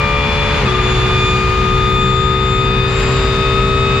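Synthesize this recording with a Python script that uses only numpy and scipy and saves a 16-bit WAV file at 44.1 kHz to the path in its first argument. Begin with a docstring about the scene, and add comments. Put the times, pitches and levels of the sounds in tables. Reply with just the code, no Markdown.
"""Inside a race car at full throttle on a straight. From the start the body rumbles, tyres and wind roar,
a six-cylinder engine drones and straight-cut gears whine, climbing with road speed.
At 0.6 s it shifts up: the ignition cuts, the exhaust thumps and the engine drops in pitch.
The twisted driveline shudders, so the whine wobbles and rattles, then settles. As the car pulls on, the
gear tones swell and fade at each side of the bare cabin, and from 2.8 s the drone grows fuller."""
import sys
import numpy as np
from scipy import signal
from scipy.fft import rfft, irfft
from scipy.io import wavfile
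from scipy.ndimage import uniform_filter1d, minimum_filter1d

SR = 44100
rng = np.random.default_rng(int(sys.argv[2]) if len(sys.argv) > 2 else 0)


def dump(signal):
    """Clip the signal to [-1, 1] and save it as 16-bit WAV at the path in sys.argv[1]."""
    limited = np.clip(np.atleast_2d(signal).T, -1, 1)
    pcm = np.round(limited * 32767).astype(np.int16)
    wavfile.write(sys.argv[1], SR, pcm)


N = 176400
t = np.arange(N) / SR


def undb(db):
    """Decibels to gain."""
    return 10 ** (np.asarray(db) / 20)


def curve(table, column=1):
    """Automation lane: one column of a table, joined by straight lines in time."""
    rows = np.array(table, float)
    return np.interp(t, rows[:, 0], rows[:, column])


def eq_gain(spectrum, hz):
    """Gain of an EQ curve at the given frequencies."""
    rows = np.array(spectrum, float)
    return undb(np.interp(np.log(hz + 1e-9), np.log(rows[:, 0]), rows[:, 1]))


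def pan(db):
    """Constant-power gains that put the left side db above the right."""
    gains = undb(np.array([[db], [-db]]) / 2)
    return gains / np.sqrt(np.mean(gains ** 2))


def wander(rate_hz):
    """Smooth random modulator of spread 1 that changes about rate_hz times a second."""
    steps = signal.resample(rng.standard_normal(1024), 1024 * 4)
    return np.interp(t * rate_hz * 4, np.arange(len(steps)), steps)


def noise(spectrum, correlation):
    """Stereo noise of rms 1 with a given EQ and left-right correlation."""
    hz = np.arange(N // 2 + 1) * SR / N
    mid, side = irfft(rfft(rng.standard_normal((2, N))) * eq_gain(spectrum, hz), N)
    out = mid * np.sqrt(1 + correlation) + side * np.sqrt(1 - correlation) * np.array([[1], [-1]])
    return out / out.std()


def steady(sound, window_s=.07):
    """Level out the chance swells of a noise, so that it drones."""
    power = uniform_filter1d(np.mean(sound ** 2, axis=0), int(window_s * SR))
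    return sound / np.sqrt(power)


def turn(hz):
    """Running phase of a rotation."""
    return 2 * np.pi * np.cumsum(hz) / SR


def tone(phase, flutter, rate_hz):
    """A partial of rms near 1 whose level and phase flutter."""
    in_phase = 1 + flutter * wander(rate_hz) / np.sqrt(2)
    quadrature = flutter * wander(rate_hz) / np.sqrt(2)
    return np.sqrt(2 / (1 + flutter ** 2)) * (in_phase * np.sin(phase) + quadrature * np.cos(phase))


# EQ of the body rumble: f/Hz, level/dB
RUMBLE_EQ = [(15, -36), (30, -4), (44, 4.5), (58, 8), (75, 6), (95, 6), (122, 2.5), (150, -1.5), (205, 0),
             (250, -9), (320, -18.5), (500, -71)]
# EQ of the deep buffeting: f/Hz, level/dB
BUFFET_EQ = [(15, -35), (33, -2.5), (45, 7), (55, 1), (75, -16), (150, -64.5)]
# Fader of the buffeting: t/s, level/dB
BUFFET_FADER = [(0, -32), (.5, -26.5), (1.2, -24), (1.9, -19), (2.3, -28.5), (2.8, -27), (3.1, -22),
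                (4, -27)]


def body_rumble():
    """The low bed, almost mono: the body rumbles evenly while deep buffeting swells and ebbs."""
    rumble = steady(noise(RUMBLE_EQ, correlation=.97)) * undb(-19)
    buffet = steady(noise(BUFFET_EQ, correlation=.97)) * undb(curve(BUFFET_FADER))
    return rumble + buffet


# EQ of the tyre and wind roar: f/Hz, level/dB
ROAR_EQ = [(200, -4.5), (350, 1.5), (550, -4.5), (800, -2.5), (1100, 2.5), (1600, -0.5), (2100, -3),
           (2750, -1), (3300, -9), (4500, -13.5), (7000, -46)]
# EQ of the wind hiss: f/Hz, level/dB
HISS_EQ = [(2000, -17), (3500, 1.5), (4700, -1), (5800, -8), (7000, -7.5), (8000, -19), (9200, -17),
           (11000, -30.5), (12800, -33), (14500, -54)]
# EQ of the treble splash: f/Hz, level/dB
SPLASH_EQ = [(4000, -12), (8000, 0), (12000, 0), (14500, -16)]
# Faders of tyres and wind: t/s, roar level/dB, hiss level/dB
ROAD_FADERS = [(0, -30, -34.5), (.15, -26.5, -35), (.58, -21, -32), (.75, -22.5, -33.5), (.9, -20.5, -34),
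               (1.3, -23.5, -33), (1.9, -27, -36), (2.2, -29, -37.5), (2.8, -27.5, -38), (3.02, -21.5, -33),
               (3.3, -24, -33.5), (3.8, -27.5, -36), (4, -24.5, -34.5)]


def tyres_and_wind(cycle_phase, splash_s=3.0, splash_decay_s=.02):
    """A roar that throbs with the six firings of each cycle, wide wind hiss and one splash of treble."""
    firings = 1 + .49 * np.sin(6 * cycle_phase)
    roar = noise(ROAR_EQ, correlation=.47) * pan(4.5) * firings
    roar *= undb(curve(ROAD_FADERS, column=1) + .5 * wander(25.25))
    hiss = noise(HISS_EQ, correlation=.053) * undb(curve(ROAD_FADERS, column=2) + .5 * wander(24))
    splash = noise(SPLASH_EQ, correlation=0) * undb(-46) * np.exp(-abs(t - splash_s) / splash_decay_s)
    return roar + hiss + splash


# Engine harmonics: order (multiple of the cycle rate), level/dB in the lower gear,
# early level/dB and late level/dB in the higher gear, left-over-right pan/dB
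DRONE_ORDERS = [(2, -28.5, -21.5, -22.5, 1.5), (4, -40, -39.5, -32.5, 4), (5, -38, -39, -41.5, -5),
                (6, -27.5, -23, -21.3, 2.5), (7, -32.5, -28.8, -27, -2), (8, -28.5, -34, -35, 3.5),
                (9, -41, -50, -35.5, 14.5), (10, -39.5, -49.5, -37, -1), (11, -42, -44.5, -54.5, 6),
                (12, -34, -43, -45, 7), (13, -30, -44.5, -41.5, -1), (14, -42, -38, -42, 7.5),
                (15, -35.5, -40.5, -44, 0.5), (16, -42, -54.5, -46, 1), (17, -45, -42.5, -36, 5),
                (18, -33.5, -46, -37, 6), (28, -35, -39, -36.5, 6), (32, -53, -43, -50, 10)]


def engine_drone(cycle_phase, gear, fuller_s=2.79, blend_s=.22):
    """Harmonics of the engine cycle drone; their balance changes with the gear and later fills out."""
    late = np.clip((t - fuller_s) / blend_s, 0, 1)
    drone = np.zeros((2, N))
    for order, low_db, high_db, late_db, pan_db in DRONE_ORDERS:
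        flutter = .29 if order == 2 else .083  # the low boom wavers most
        partial = tone(order * cycle_phase + rng.uniform(0, 2 * np.pi), flutter, rate_hz=22.01)
        level_db = low_db + (high_db - low_db) * gear + (late_db - high_db) * late
        drone += pan(pan_db) * partial * undb(level_db)
    return drone


# EQ of the engine rasp: f/Hz, level/dB per order
RASP_EQ = [(1150, -41.5), (1500, -44), (1900, -42), (2400, -45.5), (2900, -48), (3300, -53), (4400, -59.5),
           (5500, -63)]


def engine_rasp(cycle_phase, gear, scatter_db=3, upshift_drop_db=4.5):
    """A dense comb of high orders, scattered in level and pan, rasps harder in the lower gear."""
    mean_cycle_hz = cycle_phase[-1] / (2 * np.pi) / t[-1]
    rasp = np.zeros((2, N))
    for order in range(19, 76):
        size, side = rng.standard_normal(2)
        partial = tone(order * cycle_phase + rng.uniform(0, 2 * np.pi), flutter=.35, rate_hz=9)
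        gain = eq_gain(RASP_EQ, order * mean_cycle_hz) * undb(scatter_db * size)
        rasp += pan(4.5 + 5 * side) * gain * partial
    return rasp * undb(upshift_drop_db * (.5 - gear))


# EQ of the exhaust splutter during the ignition cut: f/Hz, level/dB
SPLUTTER_EQ = [(90, -18), (180, 0), (300, 4.5), (700, -8), (1500, -22), (6000, -90)]


def exhaust_thump(cycle_phase, cut):
    """While the ignition is cut, the exhaust splutters and thumps at one bank's firing rate."""
    bank = tone(3 * cycle_phase, flutter=.44, rate_hz=90)
    splutter = noise(SPLUTTER_EQ, correlation=1)
    return cut ** 2 * (undb(-23.5) * bank + undb(-23) * splutter)


def engine(cycle_phase, gear, shift_swell_db=2):
    """The six-cylinder: drone and rasp swell briefly through the shift, along with the exhaust thump."""
    cut = np.sin(np.pi * gear)  # peaks halfway between the gears
    running = engine_drone(cycle_phase, gear) + engine_rasp(cycle_phase, gear)
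    return running * undb(shift_swell_db * cut) + exhaust_thump(cycle_phase, cut)


# Faders of the whistles: t/s, then level/dB of 3 x drive, drive + pinion, 2 x drive + pinion,
# 3 x pinion, 4 x pinion
WHISTLE_FADERS = [(0, -44, -52, -62, -76, -82), (.75, -40, -56, -59, -74, -78),
                  (.92, -40, -42.5, -51, -65, -72), (1.35, -36, -44.5, -50, -66, -70),
                  (1.8, -37, -47, -52, -69, -73), (2.15, -42, -51, -64, -75, -78),
                  (2.6, -42.5, -45.5, -66, -65, -81), (3.0, -36.5, -42.5, -64, -67, -74),
                  (3.3, -35.5, -36, -64, -66, -76), (3.7, -45, -46.5, -62, -64, -80),
                  (4, -42, -46, -56, -71, -77)]


def gear_whistles(drive, pinion, pans_db=(8, 4, 1, 0, -7)):
    """Faint overtones and sum tones of the two meshes, fluttering separately in each ear."""
    phases = [3 * drive, drive + pinion, 2 * drive + pinion, 3 * pinion, 4 * pinion]
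    whistles = np.zeros((2, N))
    for column, (phase, pan_db) in enumerate(zip(phases, pans_db), 1):
        sides = np.array([tone(phase, flutter=.59, rate_hz=12) for _ in range(2)])
        whistles += pan(pan_db) * undb(curve(WHISTLE_FADERS, column)) * sides
    return whistles


# Faders of the drive tone, the pinion tone and their octaves: t/s, left level/dB, right level/dB
DRIVE_FADERS = [(0.0, -19.5, -27), (0.15, -18.5, -28), (0.3, -25.5, -50), (0.55, -33, -22.5),
                (0.645, -25, -28), (0.675, -18.5, -27), (0.79, -17.5, -24), (0.825, -25, -28),
                (0.86, -22.5, -24), (0.9, -27, -25), (1.0, -31, -23), (1.1, -23, -19.5), (1.35, -19, -22),
                (1.65, -15.5, -27.5), (2.2, -15, -25), (2.65, -17, -29.5), (2.85, -20, -45),
                (2.95, -25, -38), (3.15, -26, -26.5), (3.6, -16.5, -23), (4.0, -18, -29)]
DRIVE_OCTAVE_FADERS = [(0.0, -19.5, -22), (0.45, -23.5, -29), (0.65, -27.5, -30), (0.8, -28, -31),
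                       (1.0, -31, -32), (1.2, -20, -24), (1.85, -28, -31.5), (2.0, -23.5, -28),
                       (2.2, -31, -38), (2.8, -23, -33), (3.25, -30, -38), (3.45, -22.5, -30),
                       (3.55, -25, -34), (4.0, -22, -29)]
PINION_FADERS = [(0.0, -32.5, -39), (0.3, -25, -27.5), (0.5, -25.5, -28), (0.61, -27, -33),
                 (0.64, -42, -44), (0.665, -28, -30), (0.8, -23.5, -31.5), (1.3, -24, -23),
                 (1.45, -38, -41), (1.65, -31.5, -29), (2.0, -23.5, -23.5), (2.2, -22, -35),
                 (2.6, -24.5, -26), (2.86, -23.5, -31), (2.92, -33, -35), (3.1, -39, -32),
                 (3.2, -25.5, -42), (3.5, -22.5, -37), (3.85, -29, -25), (4.0, -38, -22.5)]
PINION_OCTAVE_FADERS = [(0.0, -48, -61), (0.35, -48, -51), (0.55, -49, -41.5), (0.75, -42, -49),
                        (0.92, -37, -36), (1.13, -43, -53), (1.3, -34, -36), (1.45, -44, -44),
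                        (1.78, -42.5, -60), (2.02, -45, -37.5), (2.25, -43, -41), (2.37, -48, -50),
                        (2.52, -38.5, -39), (2.8, -52, -54), (2.97, -32, -45), (3.18, -33.5, -38),
                        (3.35, -44.5, -53), (4.0, -47, -46)]
# Unsteadiness of the tooth contact: t/s, relative roughness
TOOTH_CHATTER = [(0, 0), (.25, 0.22), (.55, 0.13), (.75, 0.35), (.9, 0.17), (1.3, 0.07), (2, 0),
                 (2.8, 0.12), (3.05, 0.18), (3.4, 0.12), (4, 0.14)]


def gear_whine(drive, pinion, throb, rattle):
    """Meshing teeth sing at their rate and its octave; the drive tones throb, the pinion tones rattle."""
    chatter = curve(TOOTH_CHATTER)
    voices = [(drive, DRIVE_FADERS, 1.4 * chatter, throb, -.53),
              (2 * drive, DRIVE_OCTAVE_FADERS, .85 * chatter, throb, -1.2),
              (pinion, PINION_FADERS, .7 * chatter + rattle, 1, -1.12),
              (2 * pinion, PINION_OCTAVE_FADERS, 1.2 * chatter + rattle, 1, -1.47)]
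    whine = np.zeros((2, N))
    for phase, faders, flutter, tremolo, left_offset_rad in voices:
        gains = tremolo * undb([curve(faders, column=1), curve(faders, column=2)])
        whine += gains * tone(phase + np.array([[left_offset_rad], [0]]), flutter, rate_hz=70)
    return whine


SHUDDER_S, SHUDDER_HZ = .62, 16.2
BEND_DEPTH, BEND_DECAY_S = .105, .062
THROB_DB, THROB_DECAY_S, THROB_LAG_S = 6, .35, .009
RATTLE_DEPTH, RATTLE_DECAY_S = 1.2, .12


def gears(mesh_hz, pinion_ratio=2.876, jitter=.00074):
    """Two meshes whine; the shift sets the driveline swinging, which bends pitch and pulses the load."""
    since = np.maximum(t - SHUDDER_S, 0)
    swing = -np.sin(2 * np.pi * SHUDDER_HZ * since)
    load_swing = -np.sin(2 * np.pi * SHUDDER_HZ * np.maximum(since - THROB_LAG_S, 0))
    bend = BEND_DEPTH * np.exp(-since / BEND_DECAY_S) * swing
    throb = undb(THROB_DB * np.exp(-since / THROB_DECAY_S) * load_swing)
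    rattle = RATTLE_DEPTH * np.exp(-since / RATTLE_DECAY_S) * (since > 0)
    drive = turn(mesh_hz * (1 + bend + jitter * wander(35.17)))
    pinion = pinion_ratio * drive
    return gear_whine(drive, pinion, throb, rattle) + gear_whistles(drive, pinion)


# Mesh rate of the final drive, which follows road speed: t/s, f/Hz
MESH_PITCH = [(0, 1192), (.5, 1205.4), (1, 1213), (2, 1234), (2.5, 1243.7), (3, 1252.3), (4, 1273.7)]
# The upshift, where the revs sag during the cut and then the dogs catch: t/s, gear (0 lower, 1 higher)
UPSHIFT = [(.608, 0), (.63, .45), (.668, .62), (.68, 1)]
LOW_GEAR_TEETH, HIGH_GEAR_TEETH = 16.735, 19.48  # final-drive teeth passing per engine cycle


def scene():
    """Road speed drives the gears and, through the engaged ratio, the engine."""
    mesh_hz = curve(MESH_PITCH)
    gear = curve(UPSHIFT)
    cycle_hz = mesh_hz / np.interp(gear, [0, 1], [LOW_GEAR_TEETH, HIGH_GEAR_TEETH])
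    cycle_phase = turn(cycle_hz * (1 + .0012 * wander(30.13)))  # the revs jitter slightly
    return engine(cycle_phase, gear) + gears(mesh_hz) + body_rumble() + tyres_and_wind(cycle_phase)


def record(dry, ceiling=.86, top_hz=14650):
    """Master chain: a limiter holds down the highest peaks and a steep low-pass cuts the top."""
    needed_gain = np.minimum(1, ceiling / (abs(dry).max(axis=0) + 1e-9))
    gain = uniform_filter1d(minimum_filter1d(needed_gain, size=441), size=441)  # 10 ms windows
    low_pass = signal.ellip(8, .2, 70, top_hz, fs=SR, output="sos")
    return signal.sosfilt(low_pass, dry * gain)


dry = scene()
out = record(dry)
dump(out)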